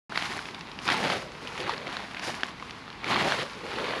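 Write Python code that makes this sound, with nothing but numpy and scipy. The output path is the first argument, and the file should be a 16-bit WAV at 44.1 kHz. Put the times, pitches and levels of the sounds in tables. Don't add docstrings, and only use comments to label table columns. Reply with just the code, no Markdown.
import sys
import numpy as np
from scipy import signal
from scipy.fft import rfft, irfft, next_fast_len
from scipy.io import wavfile
from scipy.ndimage import map_coordinates

SR = 44100
rng = np.random.default_rng(int(sys.argv[2]) if len(sys.argv) > 2 else 0)


def store_wav(level_fs):
    pcm = np.round(np.clip(np.atleast_2d(level_fs), -1, 1) * 32767)
    wavfile.write(sys.argv[1], SR, pcm.T.astype(np.int16))


N = 176400


def amp(db):
    return 10 ** (np.asarray(db) / 20)


def unit(x):
    return x / np.sqrt(np.mean(x ** 2) + 1e-20)


def wobble(rate):
    return map_coordinates(rng.standard_normal(int(N * rate / SR) + 4), [np.arange(N) * rate / SR])


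def coloured(x, points):
    m = 2 * next_fast_len(len(x))
    hz, db = np.transpose(points)
    log_gain = np.log(amp(np.interp(np.log(np.fft.rfftfreq(m, 1 / SR) + 1), np.log(hz), db)))
    causal_fold = np.r_[1, np.full(m // 2 - 1, 2), 1, np.zeros(m // 2 - 1)]
    cepstrum = irfft(log_gain, m) * causal_fold
    return irfft(rfft(x, m) * np.exp(rfft(cepstrum)), m)[:len(x)]


def noise(points):
    return unit(coloured(rng.standard_normal(N), points))


def breeze(gain_db=-46):
    # f/Hz, relative density/dB
    spectrum = [(20, -42), (30, -28), (38, -11), (52, -3.5), (72, -7.5), (130, -3.5), (180, -1),
                (250, -1.5), (330, -5), (580, -12), (750, -7.5), (1050, -4.5), (1500, -9.5), (2200, -10),
                (4500, -16.5), (6500, -27.5), (8500, -36.5), (9600, -33.5), (11000, -39), (14500, -54)]
    return amp(gain_db) * noise(spectrum)


def billow(level_db, gain_db=-2, flap_db=2, flaps_per_s=70):
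    # f/Hz, relative density/dB
    spectrum = [(25, -50), (70, -17.5), (135, -3.5), (230, -3), (400, 2), (660, -2.5), (900, -8.5),
                (1800, -41.5)]
    return amp(level_db + gain_db + flap_db * wobble(flaps_per_s)) * noise(spectrum)


def buckles(level_db, mid_rate_per_s=1200, rate_power=.7, low_hz=467, high_hz=11700):
    t60_cycles, scatter_db = 5.6, 4.5
    rate = mid_rate_per_s * amp(level_db - level_db.mean()) ** rate_power
    count = np.cumsum(rate) / SR
    when, pitch, size, sign = rng.random((int(count[-1]), 4)).T
    start = np.searchsorted(count, when * count[-1])
    hz = low_hz * (high_hz / low_hz) ** pitch
    size_db = -scatter_db * np.log(size + .015)
    evenness = hz / np.sqrt(rate[start])
    gain = np.sign(sign - .5) * amp(size_db) * evenness
    age = np.arange(SR // 150)
    cycles = hz[:, None] * age / SR
    rings = gain[:, None] * np.sin(2 * np.pi * cycles) * np.exp(-np.log(1000) * cycles / t60_cycles)
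    return np.bincount((start[:, None] + age).ravel(), rings.ravel(), N)[:N]


def crinkle(level_db, grains, buckle_db=-3.5, rub_db=-6):
    # f/Hz, relative density/dB
    spectrum = [(25, -50), (200, -20), (520, -18), (800, -3.5), (1100, 0.5), (1550, -2), (2100, -1.5),
                (3000, -4.5), (4500, -7), (5500, -34), (7500, -30), (14000, -63)]
    buckling = amp(buckle_db) * unit(coloured(grains, spectrum))
    return amp(level_db) * (buckling + amp(rub_db) * noise(spectrum))


def hiss(level_db, grains, buckle_db=-5.5, slide_db=-2):
    # f/Hz, relative density/dB
    spectrum = [(100, -47), (1500, -9.5), (3500, -6.5), (5000, 3.5), (5700, -1.5), (6800, -5),
                (8000, -12.5), (8700, -13), (9300, -8), (10800, -12.5), (12000, -20), (13500, -20),
                (14600, -56)]
    buckling = amp(buckle_db) * unit(coloured(grains, spectrum))
    return amp(level_db) * (buckling + amp(slide_db) * noise(spectrum))


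def snaps(attack_s=.00028, ring_t60_cycles=9.4, crack_t60_s=.013, crack_db=3, skirt_db=-9):
    # t/s, relative peak level/dB, f/Hz
    creases = [(0.122, -24.5, 1360), (0.158, -18.5, 1970), (0.175, -12.5, 1810), (0.223, -20, 2270),
               (0.391, -21, 1483), (0.455, -27, 2660), (0.487, -27, 2070), (0.546, -25.5, 4500),
               (0.609, -29.5, 2660), (0.716, -29.5, 4400), (0.789, -25, 2630), (0.878, -15, 3680),
               (0.888, -10.5, 1490), (0.901, -12, 1950), (0.92, -14.5, 2050), (1.1, -14.5, 1220),
               (1.473, -24, 2950), (1.603, -22.5, 3400), (1.678, -24, 1100), (1.694, -15.5, 1050),
               (1.737, -23.5, 2190), (1.779, -26.5, 4270), (1.869, -23, 2040), (1.968, -17.5, 1460),
               (2.146, -22.5, 1860), (2.17, -24.5, 2100), (2.195, -22.5, 3080), (2.433, -12, 1730),
               (2.598, -30.5, 2100), (2.625, -26.5, 1120), (2.708, -25.5, 3380), (2.879, -29, 1180),
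               (2.902, -29.5, 2550), (2.928, -31, 3260), (3.043, -19.5, 2260), (3.078, -23, 2300),
               (3.143, -17.5, 1330), (3.159, -14.5, 1140), (3.321, -12, 1690), (3.786, -23.5, 1040),
               (3.882, -25, 1058), (3.936, -21, 946)]
    # f/Hz, gain/dB
    tone = [(25, -34), (100, -8), (300, 3), (1000, 0.5), (3000, 1), (4900, -2.5), (6200, -13), (8400, -28),
            (10000, -22), (14000, -42)]
    out, t = np.zeros(N + SR), np.arange(SR // 20) / SR
    attack = 1 - np.exp(-t / attack_s)
    for start_s, peak_db, hz in creases:
        ring = np.sin(2 * np.pi * hz * t) * np.exp(-np.log(1000) * hz * t / ring_t60_cycles)
        crack = amp(crack_db) * rng.standard_normal(len(t)) * np.exp(-np.log(1000) * t / crack_t60_s)
        hump = [(hz / 4, skirt_db), (hz, 0), (hz * 4, skirt_db)]
        snap = coloured(coloured((ring + crack) * attack, hump), tone)
        out[round(start_s * SR):][:len(t)] += amp(peak_db) * snap / np.abs(snap).max()
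    return out[:N]


def tarp(gain_db=.46, flutter_db=1.25, ripples_per_s=80):
    # t/s, billow level/dB, crinkle level/dB, hiss level/dB (each ahead of its layer's gains)
    moves = [(0.1, -48.5, -47, -58), (0.14, -51, -39, -54), (0.17, -53, -33, -46), (0.25, -49.5, -34, -45),
             (0.35, -40.5, -36, -46), (0.43, -51, -43, -51), (0.53, -51, -47, -57), (0.66, -54, -51, -63),
             (0.8, -51.5, -49, -59.5), (0.85, -44.5, -37, -42), (0.89, -34.5, -28, -45),
             (0.93, -34.5, -26.5, -38.5), (0.96, -34.5, -30.5, -45), (1.0, -33.5, -32, -42),
             (1.06, -29, -29, -42), (1.11, -33.5, -28.5, -40.5), (1.16, -34.5, -33, -46),
             (1.22, -46, -42, -49.5), (1.29, -51, -50, -61.5), (1.39, -53.5, -50, -58),
             (1.45, -47.5, -42, -54), (1.55, -50.5, -41.5, -51.5), (1.61, -40, -35.5, -46.5),
             (1.65, -42, -37.5, -56), (1.7, -37, -32, -49.5), (1.76, -47, -41, -54.5),
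             (1.84, -42.5, -43, -60), (1.94, -48, -37.5, -51), (2.0, -44, -38.5, -54),
             (2.08, -55, -45, -56), (2.21, -48, -42, -56), (2.245, -47, -35, -39.5),
             (2.285, -33.5, -33, -40), (2.33, -44, -40, -49), (2.42, -49, -42, -54), (2.48, -48, -42, -53),
             (2.54, -61, -53, -67), (2.659, -55, -48, -58), (2.8, -60, -54, -62), (2.98, -55, -50, -82),
             (3.05, -43.5, -39, -56), (3.1, -31, -28.5, -41), (3.15, -32.5, -27, -46.5),
             (3.211, -32.5, -29, -43), (3.28, -30.5, -27, -40.5), (3.37, -39.5, -33, -45),
             (3.41, -35.5, -29, -44.5), (3.45, -45, -41, -49), (3.52, -54.5, -44, -55),
             (3.64, -45, -44, -57), (3.69, -41.5, -37.5, -50.5), (3.78, -38.5, -35.5, -51.5),
             (3.88, -37, -33.5, -50.5), (3.94, -35.5, -33.5, -51), (4.0, -40, -37, -52)]
    times, *faders = np.transpose(moves)
    billow_db, crinkle_db, hiss_db = [np.interp(np.arange(N) / SR, times, db) for db in faders]
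    accents = snaps()
    flutter = amp(flutter_db * wobble(ripples_per_s))
    air = billow(billow_db)
    grains = buckles(crinkle_db)
    cloth = air + crinkle(crinkle_db, grains) + hiss(hiss_db, grains)
    return accents + amp(gain_db) * flutter * cloth


def with_grass_reflection(x, distance_m=4, mic_height_m=1.2, sound_m_per_s=343):
    # t/s, height/m
    path = [(0.1, 0.57), (0.9, 0.45), (1.05, 0.63), (1.45, 1.1), (1.7, 1.19), (1.9, 0.62), (2.4, 0.58),
            (2.65, 0.38), (3.05, 0.47), (3.25, 0.55), (3.55, 1.16), (3.8, 1.12), (3.93, 0.9), (4.0, 0.94)]
    # f/Hz, gain/dB
    grass = [(100, -11), (300, -8.5), (650, -6.5), (1100, -12), (1800, -20.5), (4000, -24.5)]
    n = np.arange(N)
    height_m = np.interp(n / SR, *np.transpose(path))
    lag_s = 2 * height_m * mic_height_m / distance_m / sound_m_per_s
    return x + np.interp(n - lag_s * SR, n, coloured(x, grass))


def narrow_stereo(mid, smear_s=.0098):
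    # f/Hz, side over mid/dB
    width = [(2000, -66), (4500, -45.5), (9000, -22), (10800, -20.5), (12000, -4.5), (14500, 2)]
    t = np.arange(SR // 20) / SR
    smear = rng.standard_normal(len(t)) * np.exp(-t / smear_s)
    smear /= np.linalg.norm(smear)
    side = coloured(signal.fftconvolve(mid, smear)[:N], width)
    return np.array([mid + side, mid - side])


def scene():
    return narrow_stereo(breeze() + with_grass_reflection(tarp()))


def record(dry, cut_in_s=.095, top_hz=14500):
    # f/Hz, gain/dB
    roll_off = [(100, 2.5), (11500, 0), (13000, -7), (14000, -9), (14600, -26)]
    gate = np.arange(N) / SR >= cut_in_s
    gated = gate * np.array([coloured(channel, roll_off) for channel in dry])
    m = next_fast_len(N + SR // 2)
    passband = np.fft.rfftfreq(m, 1 / SR) < top_hz
    return irfft(rfft(gated, m) * passband, m)[:, :N]


dry = scene()
out = record(dry)
store_wav(out)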